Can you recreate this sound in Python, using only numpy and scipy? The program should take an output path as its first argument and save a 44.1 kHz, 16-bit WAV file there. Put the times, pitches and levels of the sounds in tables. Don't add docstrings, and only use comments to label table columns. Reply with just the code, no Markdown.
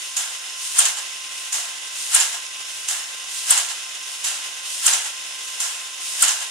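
import sys
import numpy as np
from scipy import signal
from scipy.fft import rfft, irfft
from scipy.io import wavfile

SR = 44100
rng = np.random.default_rng(int(sys.argv[2]) if len(sys.argv) > 2 else 0)


def inscribe(sig):
    pcm = np.round(np.clip(np.atleast_2d(sig).T, -1, 1) * 32767)
    wavfile.write(sys.argv[1], SR, pcm.astype(np.int16))


N = 286650
TIME = np.arange(N) / SR
HZ = np.maximum(np.fft.rfftfreq(N, 1 / SR), 1)
BANK_LEAD_S = .6212
SNAP_RISE_S = .03
LIGHT_CHATTER_S = .0021

# main stroke t/s, armature force/dB, latch blow/dB, latch bounce/dB,
# soft-bank spring snap/dB, rebound delay/s
CYCLES = [(0.7881, 1.5, -5, -6.5, -21, 0.065), (2.1471, 2.5, -6.5, -8, -36, 0.053),
          (3.5066, 2, -5.5, -8.5, -23, 0.07), (4.8646, 2.5, -7, -17, -24, .0695),
          (6.2232, 2, -7, -9.5, -27, 0.058)]
VOLLEYS = [(-0.620, -23.5, SNAP_RISE_S, 0.51, 2.4, 7), (-0.597, -31.5, SNAP_RISE_S, 1.0, -.5, 0.5),
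           (-0.0047, -21, 0.19, 0.15, 2.4, 0.5), (0.009, -18.5, SNAP_RISE_S, 0.5338, 0.35, 2),
           (0.0677, -22.5, 0.13, 0.4042, 0, 7.5), (0.198, -30, .13, 0.26, -0.5, 3.5)]
# f/Hz, left-right/dB
RACK_BALANCE = [(700, 0.5), (1300, 3.5), (2400, 1), (4400, -3.5), (6800, -6.5), (9300, 7), (15000, 2.5)]


def from_db(db):
    return 10 ** (np.asarray(db) / 20)


def unit_rms(x):
    return x / np.sqrt(np.mean(x ** 2) + 1e-20)


def at_hz(points):
    hz, value = np.transpose(points)
    return np.interp(np.log(HZ), np.log(hz), value)


def pan(db):
    gains = from_db(np.array([[1], [-1]]) * db / 2)
    return gains / np.sqrt(np.mean(gains ** 2, axis=0))


def colour(x, db):
    return irfft(rfft(x) * unit_rms(from_db(db)), N)


def drift(corner_hz):
    return unit_rms(irfft(rfft(rng.standard_normal(N)) / (1 + (HZ / corner_hz) ** 2), N))


def resonate(x, hz, width_hz):
    r = np.exp(-np.pi * width_hz / SR)
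    feedback = [1, -2 * r * np.cos(2 * np.pi * hz / SR), r * r]
    return signal.lfilter(np.array([1, 0, -1]) * (1 - r * r) / 2, feedback, x)


def diffuse():
    # f/Hz, left-right correlation
    correlation = [(200, 0.9), (700, 0.57), (1400, 0.11), (2100, 0.059), (2700, 0.45), (4200, 0.15),
                   (5400, 0.42), (8000, 0.27), (15000, 0.14)]
    alike = at_hz(correlation)
    mid, side = rfft(rng.standard_normal((2, N)))
    return irfft(np.sqrt(1 + alike) * mid + np.sqrt(1 - alike) * side * [[1], [-1]], N)


def contacts(per_s, spread_db, lag_s):
    at = np.flatnonzero(rng.random(N) < per_s / SR)
    size, lag = rng.standard_normal((2, N))[:, at]
    at_right = (at + np.round(lag * lag_s * SR).astype(int)) % N
    out = np.zeros((2, N))
    out[0, at] = (-1) ** at * from_db(spread_db * np.clip(size, -2, 2))
    out[1, at_right] = out[0, at]
    return unit_rms(out)


def reflections(x, t60_s):
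    tail = (diffuse() * from_db(-60 * TIME / t60_s))[:, :SR]
    return signal.fftconvolve(x, unit_rms(tail) / np.sqrt(SR), axes=1)[:, :N]


def motor(shaft_hz=43.48, wander=.00063, waver_db=1.6, swell_db=1.0, rough_db_per_khz=.5):
    # shaft order (rounded for pitch), level/dB, left-right/dB
    partials = [(12, -71, -36), (24, -50.5, 11.5), (36, -54, 0.3), (48, -55, 21), (60, -52, 4),
                (84.4, -50, -3), (119.7, -53, -3), (121.3, -48.5, 0), (123.4, -58.5, -3), (132, -50, -8),
                (142, -54, -2), (155.4, -51, -5)]
    turns = shaft_hz * np.cumsum(1 + wander * drift(corner_hz=5.8)) / SR
    scrape = drift(corner_hz=70)
    out = 0
    for order, db, side_db in partials:
        khz = order * shaft_hz / 1000
        phase = 2 * np.pi * (round(order) * turns + rng.random() + rng.normal(0, .076, (2, 1)))
        unsteady_db = swell_db * drift(corner_hz=1) + waver_db * drift(corner_hz=37)
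        tone = np.sin(phase) * from_db(unsteady_db + rough_db_per_khz * khz * scrape)
        out = out + from_db(db) * pan(side_db) * unit_rms(tone)
    return out


def whirr(level_db=-32.5, flutter_db=1.0, tick_db=-9):
    # f/Hz, density/dB
    spectrum = [(150, -37), (270, -17.5), (450, -14), (700, -9), (1200, -6), (1800, -5), (2300, -2),
                (3100, 2), (4400, -3), (6500, -2), (8500, -4), (10200, -6), (12000, -16.5), (16000, -28)]
    # f/Hz, width/Hz, left lift/dB, right lift/dB
    panels = [(1020, 92, 2, -5), (1415, 210, 5, -2), (1988, 167, 10, 0.5), (2573, 117, 5.5, 4.5),
              (2860, 310, 1, 6.5), (3540, 690, 0, 3), (5285, 130, 3.5, 8.5), (6100, 300, 0.5, 3.5),
              (7050, 1570, -2, 5.5), (9020, 210, 7, 4), (9420, 220, 9, -8.5), (9880, 250, 8.5, -2)]
    lift_db = sum(np.array([[left_db], [right_db]]) / (1 + (2 * (HZ - hz) / width_hz) ** 4)
                  for hz, width_hz, left_db, right_db in panels)
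    rubbing = unit_rms(diffuse() + from_db(tick_db) * contacts(per_s=700, spread_db=6, lag_s=.00012))
    flutter = from_db(flutter_db * drift(corner_hz=23))
    return from_db(level_db) * colour(rubbing * flutter, at_hz(spectrum) + lift_db)


def wiper(grain_db=-3, bank_slide_db=-8):
    # t from stroke/s, level/dB
    slide = [(-0.26, -65), (-0.205, -36), (-0.14, -29.5), (-0.07, -31), (0.0, -34.5), (0.12, -61.5)]
    # f/Hz, density/dB
    hiss = [(600, -32.5), (1500, -24), (3000, -2.5), (4800, -2.5), (7000, 1), (9500, 1.5), (11000, -8.5),
            (13000, -13.5), (16000, -27)]
    delay_s, level_db = np.transpose(slide)
    pressure = sum(from_db(db + np.interp(TIME - stroke_s + lead_s, delay_s, level_db))
                   for stroke_s, *_ in CYCLES for lead_s, db in [(0, 0), (BANK_LEAD_S, bank_slide_db)])
    grit = unit_rms(diffuse() + from_db(grain_db) * contacts(per_s=1600, spread_db=11, lag_s=.00014))
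    return pressure * colour(grit, at_hz(hiss) + at_hz(RACK_BALANCE) / 2 * [[1], [-1]])


def snaps(blows, modes, alike, soft_hz=11000, size=1024):
    out = np.zeros((2, N + size))
    age_s = np.arange(size) / SR
    softness = signal.butter(2, soft_hz, fs=SR, output="sos")
    for start_s, level_db, chatter_s in blows:
        grain = rng.standard_normal((3, size))
        chatter = alike * grain[2] + (1 - alike) * grain[:2]
        force = signal.sosfilt(softness, chatter / (1 + (age_s / chatter_s) ** 4))
        ring = sum((-1) ** k * from_db(db) * pan(side_db) * resonate(force, hz, width_hz)
                   for k, (hz, width_hz, db, side_db) in enumerate(modes))
        at = round(start_s * SR)
        out[:, at:at + size] += from_db(level_db) * unit_rms(ring) * np.sqrt(chatter_s * SR / size)
    return out[:, :N]


def springs(chatter_s=.0033, bank_chatter_s=.0051, stray_within_s=.04, stray_db=.5, stray_spread_db=3):
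    # f/Hz, width/Hz, level/dB, left-right/dB
    modes = [(3000, 1700, -14, -16), (6530, 420, -5, 28), (7180, 210, 3, -3), (7600, 320, 0.5, -20),
             (9100, 1800, -11.5, 1), (12100, 3000, -19, 14)]
    blows = []
    for stroke_s, *_, bank_db, rebound_s in CYCLES:
        blows += [(stroke_s - BANK_LEAD_S, bank_db, bank_chatter_s),
                  (stroke_s + .015, -14, chatter_s),
                  (stroke_s + rebound_s, -14, chatter_s),
                  (stroke_s + rebound_s + .008, -17.5, chatter_s),
                  (stroke_s + .181, -27.5, chatter_s)]
        for delay_s, level_db, *_ in VOLLEYS:
            stray_s = stroke_s + delay_s + stray_within_s * rng.random()
            blows.append((stray_s, level_db + rng.normal(stray_db, stray_spread_db), LIGHT_CHATTER_S))
    return snaps(blows, modes, alike=.44)


def armatures(spring_hz=6700, spring_half_width_hz=900):
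    # f/Hz, density/dB
    spectrum = [(180, -41), (300, -28.5), (500, -18), (720, -6.5), (1200, -7), (1600, -5.5), (2200, -4),
                (3000, -0.5), (4600, -2.5), (7500, -1), (9400, 0.5), (11000, -8.5), (13000, -17.5),
                (16000, -27)]
    # f/Hz, width/Hz, gain/dB
    modes = [(736, 70, -19), (983, 200, 1), (1383, 49, 2), (1593, 153, 3.5), (2770, 29, -5),
             (7360, 140, -10.5)]
    crowd = unit_rms(contacts(per_s=4000, spread_db=4, lag_s=.00014) + diffuse())
    spring_peak = 1 / (1 + ((HZ - spring_hz) / spring_half_width_hz) ** 2)
    bins = 0
    for k, (delay_s, level_db, rise_s, fall_s, tilt_db_per_oct, ring_db) in enumerate(VOLLEYS):
        force = np.zeros(N)
        for stroke_s, force_db, *_ in CYCLES:
            peak_s = stroke_s + delay_s
            span = slice(max(round((peak_s - rise_s) * SR), 0), round((peak_s + fall_s) * SR))
            age_s = TIME[span] - peak_s
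            force[span] += from_db(force_db - 60 * np.maximum(-age_s / rise_s, age_s / fall_s))
        own_contacts = np.roll(crowd, k * N // len(VOLLEYS), axis=1)
        tone = unit_rms(from_db(at_hz(spectrum) + tilt_db_per_oct * np.log2(HZ) + ring_db * spring_peak))
        bins = bins + from_db(level_db) * tone * rfft(own_contacts * force)
    clatter = irfft(bins * pan(at_hz(RACK_BALANCE)), N)
    return clatter + sum(from_db(db) * resonate(clatter, hz, width_hz) for hz, width_hz, db in modes)


def latch(touch_lead_s=.0033, touch_db=-12, chatter_s=.004, bounce_s=.0052):
    # f/Hz, width/Hz, level/dB, left-right/dB
    modes = [(1376, 120, -17, 9), (3360, 260, -21.5, 0), (6520, 170, -12.5, 9), (7060, 340, -10, -15),
             (7890, 270, -10, 7), (8430, 350, -3.5, 1), (8890, 410, 0, 4.5), (10600, 1200, -16, 15),
             (11420, 840, -16.5, 8), (15000, 2600, -25, -1)]
    blows = []
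    for stroke_s, _, blow_db, bounce_db, *_ in CYCLES:
        blows += [(stroke_s - touch_lead_s, touch_db, LIGHT_CHATTER_S),
                  (stroke_s, blow_db, chatter_s),
                  (stroke_s + bounce_s, bounce_db, LIGHT_CHATTER_S)]
    return snaps(blows, modes, alike=.53)


def scene(rack_db=-9, rack_t60_s=.12, room_db=-12, room_t60_s=.23):
    blows = armatures() + latch() + springs()
    rack = from_db(rack_db) * reflections(blows, rack_t60_s)
    room = from_db(room_db) * reflections(blows, room_t60_s)
    return blows + rack + room + wiper() + whirr() + motor()


def record(dry, low_cut_hz=230, ceiling=.91, high_cut_hz=15700):
    low_cut = signal.butter(6, low_cut_hz, "high", fs=SR, output="sos")
    high_cut = signal.ellip(12, .1, 80, high_cut_hz, fs=SR, output="sos")
    clipped = np.clip(signal.sosfilt(low_cut, dry), -ceiling, ceiling)
    return signal.sosfilt(high_cut, clipped)


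dry = scene()
out = record(dry)
inscribe(out)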